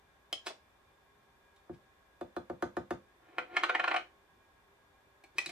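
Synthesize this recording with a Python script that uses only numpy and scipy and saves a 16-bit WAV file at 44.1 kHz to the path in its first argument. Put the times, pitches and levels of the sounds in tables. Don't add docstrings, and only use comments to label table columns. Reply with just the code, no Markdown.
import sys
import numpy as np
from scipy import signal
from scipy.fft import rfft, irfft
from scipy.io import wavfile

SR = 44100
rng = np.random.default_rng(int(sys.argv[2]) if len(sys.argv) > 2 else 0)


def file_out(sig):
    cols = np.atleast_2d(sig).T
    lim = np.clip(cols, -1, 1)
    pcm = np.round(lim * 32767).astype(np.int16)
    wavfile.write(sys.argv[1], SR, pcm)


N = 243192
SIZE = 16384
HZ, T = np.fft.rfftfreq(SIZE, 1 / SR), np.arange(SIZE) / SR

# start_s, level_db, nail_tick_db, thud_db, spot_ring_hz
FINGER_TAPS = [(1.694, -44, -22, 15, 347), (2.211, -39.5, -3, -1, 600), (2.3649, -37, -2, 0, 1380),
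               (2.498, -37.3, -6.5, 5.5, 535), (2.624, -32, 1, 1.5, 1500), (2.768, -34, -2, 4, 1920),
               (2.907, -34, 1, 4, 1830)]
# freq_hz, gain_db
HELD_JAR_TONE = [(30, -41), (70, -11), (120, -13), (220, -3.5), (350, -5), (550, -4.5), (900, -5),
                 (1400, -5.5), (1800, -16), (1930, -20), (3000, -40), (6000, -44), (16000, -48)]
# pitch_hz, width_hz, boost_db
HELD_JAR_MODES = [(198, 83, 3.1), (352.7, 28, 8.7), (531, 77, 10.2), (714, 35, 7.6), (903, 25, 4.8),
                  (1210, 63, 7.1), (1503, 21, 7.9), (1740, 190, 9.9)]
# freq_hz, gain_db
NAIL_TONE = [(300, -53), (1500, -30), (2400, -22), (3600, -32), (6000, -32), (8000, -36.5), (11000, -34.5),
             (14000, -36), (16000, -79)]
# pitch_hz, width_hz, boost_db
NAIL_TICK_MODES = [(2540, 88, -7), (3150, 260, 1.5), (3520, 250, 11), (4080, 160, 9), (4830, 270, 5.5),
                   (5400, 190, -12)]

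# start_s, level_db, hardness_corner_hz, chatter_db
RIM_KNOCKS = [(3.3839, -32.5, 2220, -8), (3.567, -28, 2800, 7.5), (3.636, -27.5, 2730, 1),
              (3.695, -28.5, 2010, 18), (3.749, -29, 1970, 14), (3.797, -31.5, 1730, 4.5),
              (3.840, -31, 1970, 8), (3.878, -30, 2260, 12), (3.912, -31.3, 1850, 17),
              (3.942, -31, 2210, 19), (3.9633, -32.5, 2840, 6), (3.98, -44.5, 1810, 0)]
# freq_hz, gain_db
STANDING_JAR_TONE = [(40, -46.5), (150, -21), (240, -16), (330, -7), (600, -4), (1000, 0), (1500, -5.5),
                     (2300, -1.5), (3200, -7), (4500, -10.5), (6500, -14), (10000, -9), (16000, -11)]
# pitch_hz, width_hz, boost_db
STANDING_JAR_MODES = [(503.6, 37, 11.6), (732.6, 37, 8.5), (940, 13, 1.3), (1100, 31, 2), (1393, 71, 7.7),
                      (1523, 19, 11), (1740, 74, 4.9), (2020, 240, 1), (2450, 140, 2.8), (2760, 43, 1),
                      (3142, 120, 7.6), (4090, 94, 7.7)]
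# tilted_hz, flat_hz, boost_db
SINKING_RINGS = [(1350, 700, 5.5), (2230, 1100, 4)]

# start_s, level_db, lower_ring_hz, lower_ring_db, upper_ring_hz,
# upper_ring_db, bass_db, treble_db, chatter_s, chatter_db
PLASTIC_CLICKS = [(0.328, -34.5, 3160, 17.5, 5060, 6.5, 7, -2, 0.0018, 0.5),
                  (0.4685, -39.5, 1820, 4, 3160, 4, -3.5, -10, 0.0024, 15),
                  (1.563, -70, 3700, 9, 7150, 4, -7, 1, 0.0045, 3),
                  (5.238, -58, 780, 11, 2270, 15, 19, 5, 0.0043, 11),
                  (5.3834, -31, 1977, 21, 2475, 15, -17, -8.5, 0.0017, 4),
                  (5.46, -41.7, 2450, 9, 3940, 14.5, -16, 4, 0.002, 21),
                  (5.4897, -47, 2320, 13, 3900, 1, 8, -3, 0.0065, 20)]
# freq_hz, gain_db
PLASTIC_TONE = [(40, -46), (220, -17), (350, -7.5), (700, -2.5), (1300, -4.5), (2500, -5), (4000, -5.5),
                (5200, -5), (6500, -11), (10000, -8.5), (13500, -13), (16000, -15)]
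# start_s, level_db, ring_hz, ring_db
SOFT_BUMPS = [(0.504, -49, 670, 6), (0.538, -66.5, 680, 4), (5.353, -63, 166, 28), (5.466, -55, 151, 27),
              (5.492, -63, 165, 18)]
# peak_s, level_db, swell_s, fade_s
RIM_DRAGS = [(3.383, -60.5, 0.23, 0.3), (3.544, -47.5, 0.045, 0.041)]
# peak_s, level_db, swell_s, fade_s
FINGER_RUBS = [(0.466, -46, 0.014, 0.048), (1.745, -74, 0.043, 0.042), (5.385, -53.5, 0.026, 0.085),
               (5.505, -56, 0.059, 0.06)]

# delay_s, left_gain, right_gain
REFLECTIONS = [(.00125, 0.17, .2), (.00172, 0.32, 0.057), (.0023, 0.024, 0.5), (.00277, 0.77, 0.4),
               (.0055, 0.62, 0.71), (.0073, 0.13, 0.015), (.0088, .18, .16), (0.0106, .18, 0.17),
               (0.014, 0.12, 0.17)]
# freq_hz, decay_s
TAIL_DECAY = [(150, 0.23), (400, 0.22), (1000, 0.19), (2800, 0.22), (7000, 0.23), (15000, 0.067)]
# freq_hz, gain_db
TAIL_TONE = [(100, 9.5), (400, 0), (1000, -3.5), (3000, 0.5), (8000, 0.5), (15000, -8)]
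# freq_hz, gain_db
AIR_TONE = [(15, -33), (25, -19.5), (59, -5.5), (161, -15), (405, -14.5), (489, -16.5), (531, -12),
            (911, -16), (1330, -17), (1650, -16), (1840, -18), (3520, -28.5), (11900, -37), (13600, -31),
            (16000, -67)]
# pitch_hz, width_hz, boost_db
FAN_MODES = [(398.3, 33, 10), (780, 30, 7), (936, 58, 5.5), (1081, 59, 10), (1643, 21.4, 16),
             (2387, 24, 13.5), (3530, 280, 10)]
# freq_hz, correlation
STEREO_LIKENESS = [(30, 0.82), (250, 0.9), (600, 0.39), (1100, 0.44), (2500, -0.073), (16000, 0.16)]
# freq_hz, phase_rad
LEFT_MIC_PHASE = [(120, -0.19), (250, 0.0084), (550, -0.77), (1100, -1.28), (1800, -0.43), (4000, -1.1),
                  (8000, -1.86), (16000, -1.3)]
# centre_hz, width_hz, gain_db
MIC_NOTCHES = [(11720, 320, -23), (15100, 790, -6)]


def finger_taps(bass_lag_s=0.00735, lag_corner_hz=480, thud_hz=135, thud_width_hz=130,
                spot_q=4, spot_db=4.5, nail_trim_db=-3):
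    out = np.zeros(N)
    lag_s = bass_lag_s / (1 + (HZ / lag_corner_hz) ** 2)
    dispersion = np.exp(-2j * np.pi * np.cumsum(lag_s) * SR / SIZE)
    for start_s, level_db, tick_db, thud_db, spot_hz in FINGER_TAPS:
        corner_hz = 1014 * 2 ** ((level_db + 36.5) / 11.5)
        spot = bells([(spot_hz, spot_hz / spot_q, spot_db), (thud_hz, thud_width_hz, thud_db)])
        thump = ring(curve(HELD_JAR_TONE) + bells(HELD_JAR_MODES) + rolloff(corner_hz) + spot)
        nail = ring(curve(NAIL_TONE) + bells(NAIL_TICK_MODES) + tick_db + nail_trim_db)
        tick = chatter(nail, length_s=0.0022, flurry_db=0)
        add_hit(out, start_s, level_db, irfft(rfft(thump + tick) * dispersion))
    return out


def rocking_jar(roll_db=-12, roll_s=0.009, spot_width_hz=300, thud_hz=600):
    out = np.zeros(N)
    first_s, last_s = RIM_KNOCKS[0][0], RIM_KNOCKS[-1][0]
    jar = curve(STANDING_JAR_TONE) + bells(STANDING_JAR_MODES)
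    for start_s, level_db, corner_hz, chatter_db in RIM_KNOCKS:
        settled = ((start_s - first_s) / (last_s - first_s)) ** 2.3
        spot = bells([(tilted_hz + (flat_hz - tilted_hz) * settled, spot_width_hz, boost_db)
                      for tilted_hz, flat_hz, boost_db in SINKING_RINGS])
        thud_db = 3.5 if start_s == first_s else -9.5
        thud = thud_db / (1 + (HZ / thud_hz) ** 2)
        body = ring(jar + rolloff(corner_hz) + spot + thud)
        add_hit(out, start_s, level_db, chatter(body, length_s=0.0033, flurry_db=chatter_db))
        rising_noise = rng.standard_normal(SIZE) * T * (T < roll_s)
        roll = signal.fftconvolve(rising_noise, body)[:SIZE]
        add_hit(out, start_s - roll_s, level_db + roll_db + min(chatter_db, 0), roll)
    return out


def plastic_clicks(bass_hz=600, treble_hz=4500, ring_q=7.3):
    out = np.zeros(N)
    for (start_s, level_db, lower_hz, lower_db, upper_hz, upper_db,
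         bass_db, treble_db, chatter_s, chatter_db) in PLASTIC_CLICKS:
        low_shelf = bass_db / (1 + (HZ / bass_hz) ** 2)
        high_shelf = treble_db * HZ ** 2 / (HZ ** 2 + treble_hz ** 2)
        rings = bells([(lower_hz, lower_hz / ring_q, lower_db), (upper_hz, upper_hz / ring_q, upper_db)])
        body = ring(curve(PLASTIC_TONE) + rings + low_shelf + high_shelf)
        add_hit(out, start_s, level_db, chatter(body, chatter_s, chatter_db))
    return out


def soft_bumps(corner_ratio=1.9, ring_q=1.1):
    out = np.zeros(N)
    for start_s, level_db, ring_hz, ring_db in SOFT_BUMPS:
        low_ring = bells([(ring_hz, ring_hz / ring_q, ring_db)])
        body = ring(curve(PLASTIC_TONE) + rolloff(corner_ratio * ring_hz) + low_ring)
        add_hit(out, start_s, level_db, chatter(body, length_s=0.0053, flurry_db=3))
    return out


def rim_rumble(rolling_db=-57, fade_db_per_s=162, desk_hz=300, desk_width_hz=420, desk_db=10):
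    t = np.arange(N) / SR
    free_s, last_s = RIM_KNOCKS[1][0], RIM_KNOCKS[-1][0]
    rolling = (t > free_s) * amp(rolling_db - fade_db_per_s * np.maximum(t - last_s, 0))
    jar = curve(STANDING_JAR_TONE) + bells(STANDING_JAR_MODES) + rolloff(corner_hz=2000)
    desk = bells([(desk_hz, desk_width_hz, desk_db)])
    return friction(strokes(RIM_DRAGS) + rolling, jar + desk, slips_per_s=1700)


def finger_rubs():
    tone_db = curve(PLASTIC_TONE) + rolloff(corner_hz=6500)
    return friction(strokes(FINGER_RUBS), tone_db, slips_per_s=1400)


def small_room(source, build_s=0.0012, reflection_corner_hz=5000):
    early = sum(np.array([[left], [right]]) * np.exp(-2j * np.pi * HZ * delay_s)
                for delay_s, left, right in REFLECTIONS)
    near = irfft(1 + early / (1 + 1j * HZ / reflection_corner_hz))
    hz, t, bands = signal.stft(diffuse_noise(SIZE), SR, nperseg=256)
    decay_per_s = np.log(1000) / curve(TAIL_DECAY, hz)[:, None]
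    decay = np.exp(-decay_per_s * t) * np.sqrt(2 * decay_per_s / SR)
    bands *= amp(curve(TAIL_TONE, hz)[:, None]) * decay
    tail = signal.istft(bands, SR, nperseg=256)[1][:, :SIZE]
    tail *= 1 - np.exp(-T / build_s)
    return signal.fftconvolve(source[None], near + tail, axes=1)[:, :N]


def air_and_fan(level_db=-66.5):
    hz = np.fft.rfftfreq(N, 1 / SR)
    tone = amp(curve(AIR_TONE, hz) + bells(FAN_MODES, hz))
    bed = irfft(rfft(diffuse_noise(N)) * tone, N)
    return amp(level_db) * unit_rms(bed)


def chatter(body, length_s, flurry_db, corner_hz=7500):
    contacts = rng.standard_normal(SIZE) * (rng.random(SIZE) < 0.2)
    flurry = contacts * T * np.exp(-2 * T / length_s)
    flurry /= np.linalg.norm(flurry) + 1e-20
    flurry = signal.fftconvolve(flurry, ring(rolloff(corner_hz)))[:SIZE]
    return signal.fftconvolve((T == 0) + amp(flurry_db) * flurry, body)[:SIZE]


def friction(envelope, tone_db, slips_per_s):
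    slips = rng.standard_normal(N) * (rng.random(N) < slips_per_s / SR)
    return envelope * unit_rms(signal.fftconvolve(slips, ring(tone_db))[:N])


def strokes(rows):
    t = np.arange(N) / SR
    return sum(amp(level_db - 20 * np.maximum((peak_s - t) / swell_s, (t - peak_s) / fade_s))
               for peak_s, level_db, swell_s, fade_s in rows)


def diffuse_noise(size):
    mid, side = rfft(rng.standard_normal((2, size)))
    likeness = curve(STEREO_LIKENESS, np.fft.rfftfreq(size, 1 / SR))
    mid *= np.sqrt((1 + likeness) / 2)
    side *= np.sqrt((1 - likeness) / 2)
    return irfft(np.array([mid + side, mid - side]), size)


def ring(tone_db):
    log_gain = np.log(amp(np.r_[tone_db, tone_db[-2:0:-1]]))
    return np.fft.ifft(np.exp(np.conj(signal.hilbert(log_gain)))).real


def rolloff(corner_hz):
    return -10 * np.log10(1 + (HZ / corner_hz) ** 4)


def bells(modes, hz=HZ):
    return sum(db / (1 + (2 * (hz - centre_hz) / width_hz) ** 2) for centre_hz, width_hz, db in modes)


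def curve(points, hz=HZ):
    freq_hz, value = np.transpose(points)
    return np.interp(np.log(hz + 1), np.log(freq_hz + 1), value)


def add_hit(mix, start_s, level_db, hit):
    part = mix[round(start_s * SR):][:SIZE]
    part += (amp(level_db) * np.sqrt(SR / 100) * hit / np.linalg.norm(hit))[:len(part)]


def amp(db):
    return 10 ** (np.asarray(db) / 20)


def unit_rms(x):
    return x / np.sqrt(np.mean(x ** 2) + 1e-20)


def scene():
    handling = finger_taps() + rocking_jar() + plastic_clicks() + soft_bumps()
    handling += rim_rumble() + finger_rubs()
    left, right = small_room(handling)
    phase_rad = curve(LEFT_MIC_PHASE, np.fft.rfftfreq(N, 1 / SR))
    shifted_left = irfft(rfft(left) * np.exp(1j * phase_rad), N)
    return np.array([shifted_left, right]) + air_and_fan()


def record(dry, cutoff_hz=16000):
    coloured = signal.oaconvolve(dry, ring(bells(MIC_NOTCHES))[None], axes=1)[:, :N]
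    lowpass = signal.firwin(511, cutoff_hz, window=("kaiser", 9), fs=SR)
    return signal.oaconvolve(coloured, lowpass[None], "same")


dry = scene()
out = record(dry)
file_out(out)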